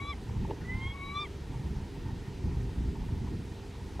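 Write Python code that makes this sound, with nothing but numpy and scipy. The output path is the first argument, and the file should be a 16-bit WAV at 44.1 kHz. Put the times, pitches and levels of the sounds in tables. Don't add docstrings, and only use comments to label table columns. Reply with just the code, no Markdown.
import sys
import numpy as np
from scipy import signal
from scipy.io import wavfile

SR = 44100
rng = np.random.default_rng(int(sys.argv[2]) if len(sys.argv) > 2 else 0)


def store_wav(level_fs):
    pcm = np.round(np.clip(np.atleast_2d(level_fs), -1, 1) * 32767)
    wavfile.write(sys.argv[1], SR, pcm.T.astype(np.int16))


N = 176400
T = np.arange(N) / SR
SIDE = np.array([[1], [-1]])


def from_db(db):
    return 10 ** (np.asarray(db) / 20)


def unit_rms(x):
    return x / np.sqrt(np.mean(x ** 2) + 1e-20)


def in_time(points):
    return np.interp(T, *np.transpose(points))


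def at_hz(points, hz):
    frequency_hz, value = np.transpose(sorted(points))
    return np.interp(np.log(hz), np.log(frequency_hz), value)


def pan(x, lean_db):
    return x * from_db(SIDE * lean_db / 2)


def drift(corner_hz):
    step, settle = 40, 2000
    pole = np.exp(-2 * np.pi * corner_hz * step / SR)
    white = rng.standard_normal(N // step + settle + 2)
    slow = signal.lfilter([1], [1, -2 * pole, pole * pole], white)[settle:]
    return np.interp(np.arange(N) / step, np.arange(len(slow)), unit_rms(slow))


def narrow_noise(hz, width_hz):
    radius = np.exp(-np.pi * width_hz / SR)
    section = [1 - radius, 0, radius - 1, 1, -2 * radius * np.cos(2 * np.pi * hz / SR), radius ** 2]
    return unit_rms(signal.sosfilt([section, section], rng.standard_normal(N + SR))[SR:])


# frequency_hz, left_minus_right_db
NOISE_BALANCE = [(60, 0), (200, -1.5), (380, -1.5), (700, -.5), (1300, 0)]


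def banded_noise(spectrum, coherence, flicker_db):
    edges_hz = 20 * 2 ** (np.arange(30) / 3)
    edges_hz[-1] = 17000
    white = rng.standard_normal((2, 2, N + SR // 2))
    out = 0
    for k, (low, high) in enumerate(zip(edges_hz, edges_hz[1:])):
        hz, flicker = np.sqrt(low * high), drift(corner_hz=6.8)
        if high < spectrum[0][0] or low > spectrum[-1][0]:
            continue
        bandpass = signal.butter(2, [low, high], "band", fs=SR, output="sos")
        mid, side = signal.sosfilt(bandpass, white[k % 2])[:, -N:]
        alike = np.clip(at_hz(coherence, hz), 0, 1)
        band = np.sqrt(1 + alike) * mid + np.sqrt(1 - alike) * side * SIDE
        gain = from_db(at_hz(spectrum, hz) + flicker_db * flicker)
        out += gain * pan(band, at_hz(NOISE_BALANCE, hz))
    return unit_rms(out)


# frequency_hz, relative_density_db
FOLIAGE_SPECTRUM = [(150, 4), (300, 11.5), (430, 8), (540, -6), (680, 2), (900, -8), (1250, -5),
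                    (1900, -6.5), (2600, -7), (4000, -10.5), (6000, -15), (9000, -21), (12500, -26.5),
                    (15500, -31)]
# frequency_hz, correlation
FOLIAGE_COHERENCE = [(200, 1), (700, .95), (2000, 0.89), (4400, 0.95), (9000, 0.93), (14000, 0.39)]
# centre_hz, width_hz, level_db, flicker_db, side_ratio
RESONANCES = [(399.6, 9.4, -58, 1, 0.16), (459.7, 40, -62.5, -0.5, 0.28), (895, 202, -61, 4, 0.096),
              (1847, 61, -72.5, 4.5, 0.54)]


def foliage_and_hum():
    out = from_db(-50.5) * banded_noise(FOLIAGE_SPECTRUM, FOLIAGE_COHERENCE, flicker_db=1.01)
    for hz, width_hz, level_db, flicker_db, side_ratio in RESONANCES:
        ring = narrow_noise(hz, width_hz) + side_ratio * narrow_noise(hz, width_hz) * SIDE
        gain = from_db(level_db + flicker_db * drift(corner_hz=34))
        out += gain * pan(ring, at_hz(NOISE_BALANCE, hz))
    return out


# frequency_hz, relative_density_db
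WIND_SPECTRUM = [(22, -14), (38, -1.5), (65, 1), (110, -2.5), (190, -8.5), (250, -16), (330, -15.5),
                 (460, -28.5), (560, -36)]
# frequency_hz, correlation
WIND_COHERENCE = [(30, .999), (70, 1), (160, 0.98), (350, 0.8)]
# time_s, relative_level_db
GUSTS = [(0, -40), (.17, -45), (.37, -31.5), (.5, -37), (.6, -39), (.71, -36), (.95, -42), (1.19, -45),
         (1.28, -40), (1.39, -43), (1.47, -37), (1.71, -35), (1.93, -39.5), (2.13, -36), (2.26, -41.5),
         (2.36, -38.5), (2.44, -30.5), (2.72, -36.5), (2.83, -31.5), (2.96, -36), (3.05, -32), (3.16, -34),
         (3.3, -31.5), (3.405, -32), (3.42, -41.5), (3.74, -45), (4, -39)]


def wind():
    buffet_db, edge_hz, gain_db = 2.13, 465, 0.65
    rumble = banded_noise(WIND_SPECTRUM, WIND_COHERENCE, flicker_db=1.82)
    rumble *= from_db(buffet_db * drift(corner_hz=34))
    lowpass = signal.butter(6, edge_hz, fs=SR, output="sos")
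    return unit_rms(signal.sosfilt(lowpass, rumble)) * from_db(gain_db + in_time(GUSTS))


# centre_hz, width_hz, level_db, decay_s
SCUFF_BANDS = [(400, 240, -38, .021), (1900, 1500, -50, .008)]


def scuff(peak_s=.51):
    return sum(from_db(level_db) * narrow_noise(hz, width_hz) * np.exp(-np.abs(T - peak_s) / decay_s)
               for hz, width_hz, level_db, decay_s in SCUFF_BANDS)


# frequency_hz, t60_s
THUMP_MODES = [(130,.03),(385,.02),(890,.028)]
# start_s, thud_db, low_ring_db, high_ring_db, pitch_ratio
THUMPS = [(.4495,-24,-42,-29,1),(.4855,-25,-27,-50,1),(.498,-25,-18,-39,1),(.5095,-21,-22,-25,1),(.533,-22,-28,-60,1),(3.026,-20,-30,-60,1),(3.396,-21,-40,-60,.7),(3.9945,-34,-28,-22,.88)]


def thumps():
    out = 0
    for start_s, *levels_db, pitch_ratio in THUMPS:
        age_s = np.clip(T - start_s, 0, 1)
        for level_db, (hz, t60_s) in zip(levels_db, THUMP_MODES):
            attack = 1 - np.exp(-age_s * hz)
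            envelope = attack * from_db(level_db - 60 * age_s / t60_s)
            out += envelope * np.sin(2 * np.pi * hz * pitch_ratio * age_s)
    return out


def forest_reverb(sound, level_db=-24, t60_s=.21):
    tail = rng.standard_normal((2, SR)) * from_db(-60 * T[:SR] / t60_s)
    tail /= np.sqrt(np.sum(tail ** 2, axis=1, keepdims=True))
    return from_db(level_db) * signal.fftconvolve(sound, tail, axes=1)[:, :N]


def croak(peak_s=.622, spread_s=.03, level_db=-63):
    envelope = np.exp(-((T - peak_s) / spread_s) ** 2)
    return from_db(level_db) * narrow_noise(hz=1700, width_hz=600) * envelope


# frequency_hz, left_minus_right_db
VOICE_BALANCE = [(1020, -1.5), (1115, 3), (1200, 3), (2060, -2), (2170, -1), (2235, 5), (2380, -1),
                 (3250, -3), (3900, 1)]


def partial(pitch_hz, multiple):
    rasp_db, rasp_hz = -31, 150
    flutter_db, flutter_hz = 1.8, 50
    lead_rad_per_db = .22
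    lean_db = at_hz(VOICE_BALANCE, multiple * pitch_hz)
    phase = 2 * np.pi * multiple * np.cumsum(pitch_hz) / SR + SIDE * lead_rad_per_db * lean_db / 2
    rasp = from_db(rasp_db) * (drift(rasp_hz) * np.cos(phase) + drift(rasp_hz) * np.sin(phase))
    flutter = from_db(flutter_db * drift(flutter_hz))
    return pan(np.sqrt(2) * (np.sin(phase) + rasp) * flutter, lean_db)


# time_s, pitch_hz
WAIL_PITCH = [
    [(0, 1113), (.05, 1131), (.098, 1163), (.113, 1159), (.126, 1123), (.142, 987)],
    [(.64, 974), (.695, 995), (.77, 1047), (.89, 1086), (.965, 1115), (1.02, 1111), (1.10, 1126),
     (1.15, 1152), (1.212, 1193), (1.236, 1185), (1.25, 1136), (1.272, 935)],
]
# time_s, level_db
FIRST_HARMONIC = [(0, -47), (.068, -45.5), (.097, -40.5), (.118, -42.5), (.132, -59), (.16, -85),
                  (.66, -89), (.72, -60.5), (.88, -51), (.92, -72), (.955, -45), (.98, -61), (1.01, -49.5),
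                  (1.065, -45), (1.095, -51), (1.14, -40.5), (1.195, -38.5), (1.22, -44), (1.24, -39),
                  (1.256, -56.5), (1.28, -85)]
SECOND_HARMONIC = [(0, -45), (.03, -48), (.075, -52.5), (.10, -48.5), (0.136, -46), (.15, -84), (.63, -89),
                   (.652, -48), (.668, -60), (.687, -43.5), (.72, -41.5), (.78, -49.5), (.835, -43),
                   (.875, -45), (.89, -54), (.905, -44), (.955, -58), (.975, -50), (1.04, -45.5),
                   (1.069, -54), (1.10, -40.5), (1.14, -53), (1.175, -45.5), (1.235, -43.5), (1.262, -47.5),
                   (1.28, -78)]
THIRD_HARMONIC = [(0, -63), (.04, -61), (.08, -52), (.105, -45), (.125, -62), (.133, -50), (.142, -85),
                  (.67, -85), (.70, -59), (.73, -76), (.795, -72), (.82, -54), (.87, -49), (.918, -50),
                  (.948, -80), (1.13, -76), (1.16, -46), (1.2, -41), (1.24, -46), (1.25, -66), (1.257, -54),
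                  (1.266, -85)]
# start_s, end_s, pitch_multiple, level_db
WHISTLES = [(.003, 0.137, 3.44, -55.5), (.078, .122, 4.56, -62), (.603, 0.654, 1.5, -60.5),
            (0.967, 1.035, 3.46, -64), (1.026, 1.137, 3.46, -53), (1.13, 1.192, 3.45, -55),
            (1.146, 1.205, 5, -65), (1.188, 1.25, 4, -59), (1.189, 1.239, 4.56, -58)]


def bird(jitter_ratio=.0045, whistle_fade_s=.017):
    pitch_hz = in_time(WAIL_PITCH[0] + WAIL_PITCH[1]) * (1 + jitter_ratio * drift(corner_hz=70))
    out = 0
    for multiple, envelope in enumerate((FIRST_HARMONIC, SECOND_HARMONIC, THIRD_HARMONIC), start=1):
        end_s = envelope[-1][0]
        out += partial(pitch_hz, multiple) * from_db(in_time(envelope)) * (T < end_s)
    for start_s, end_s, multiple, level_db in WHISTLES:
        fade = np.clip(np.minimum(T - start_s, end_s - T) / whistle_fade_s, 0, 1)
        out += from_db(level_db) * fade * partial(pitch_hz, multiple)
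    return out


def scene():
    call = bird() + croak()
    return call + forest_reverb(call) + wind() + foliage_and_hum() + scuff() + thumps()


def record(dry, fade_s=.002, cutoff_hz=15720):
    fade = np.clip(np.minimum(T, T[-1] - T) / fade_s, 0, 1)
    lowpass = signal.firwin(601, cutoff_hz, fs=SR, window="blackman")
    return signal.fftconvolve(dry * fade, lowpass[None], "same", axes=1)


dry = scene()
out = record(dry)
store_wav(out)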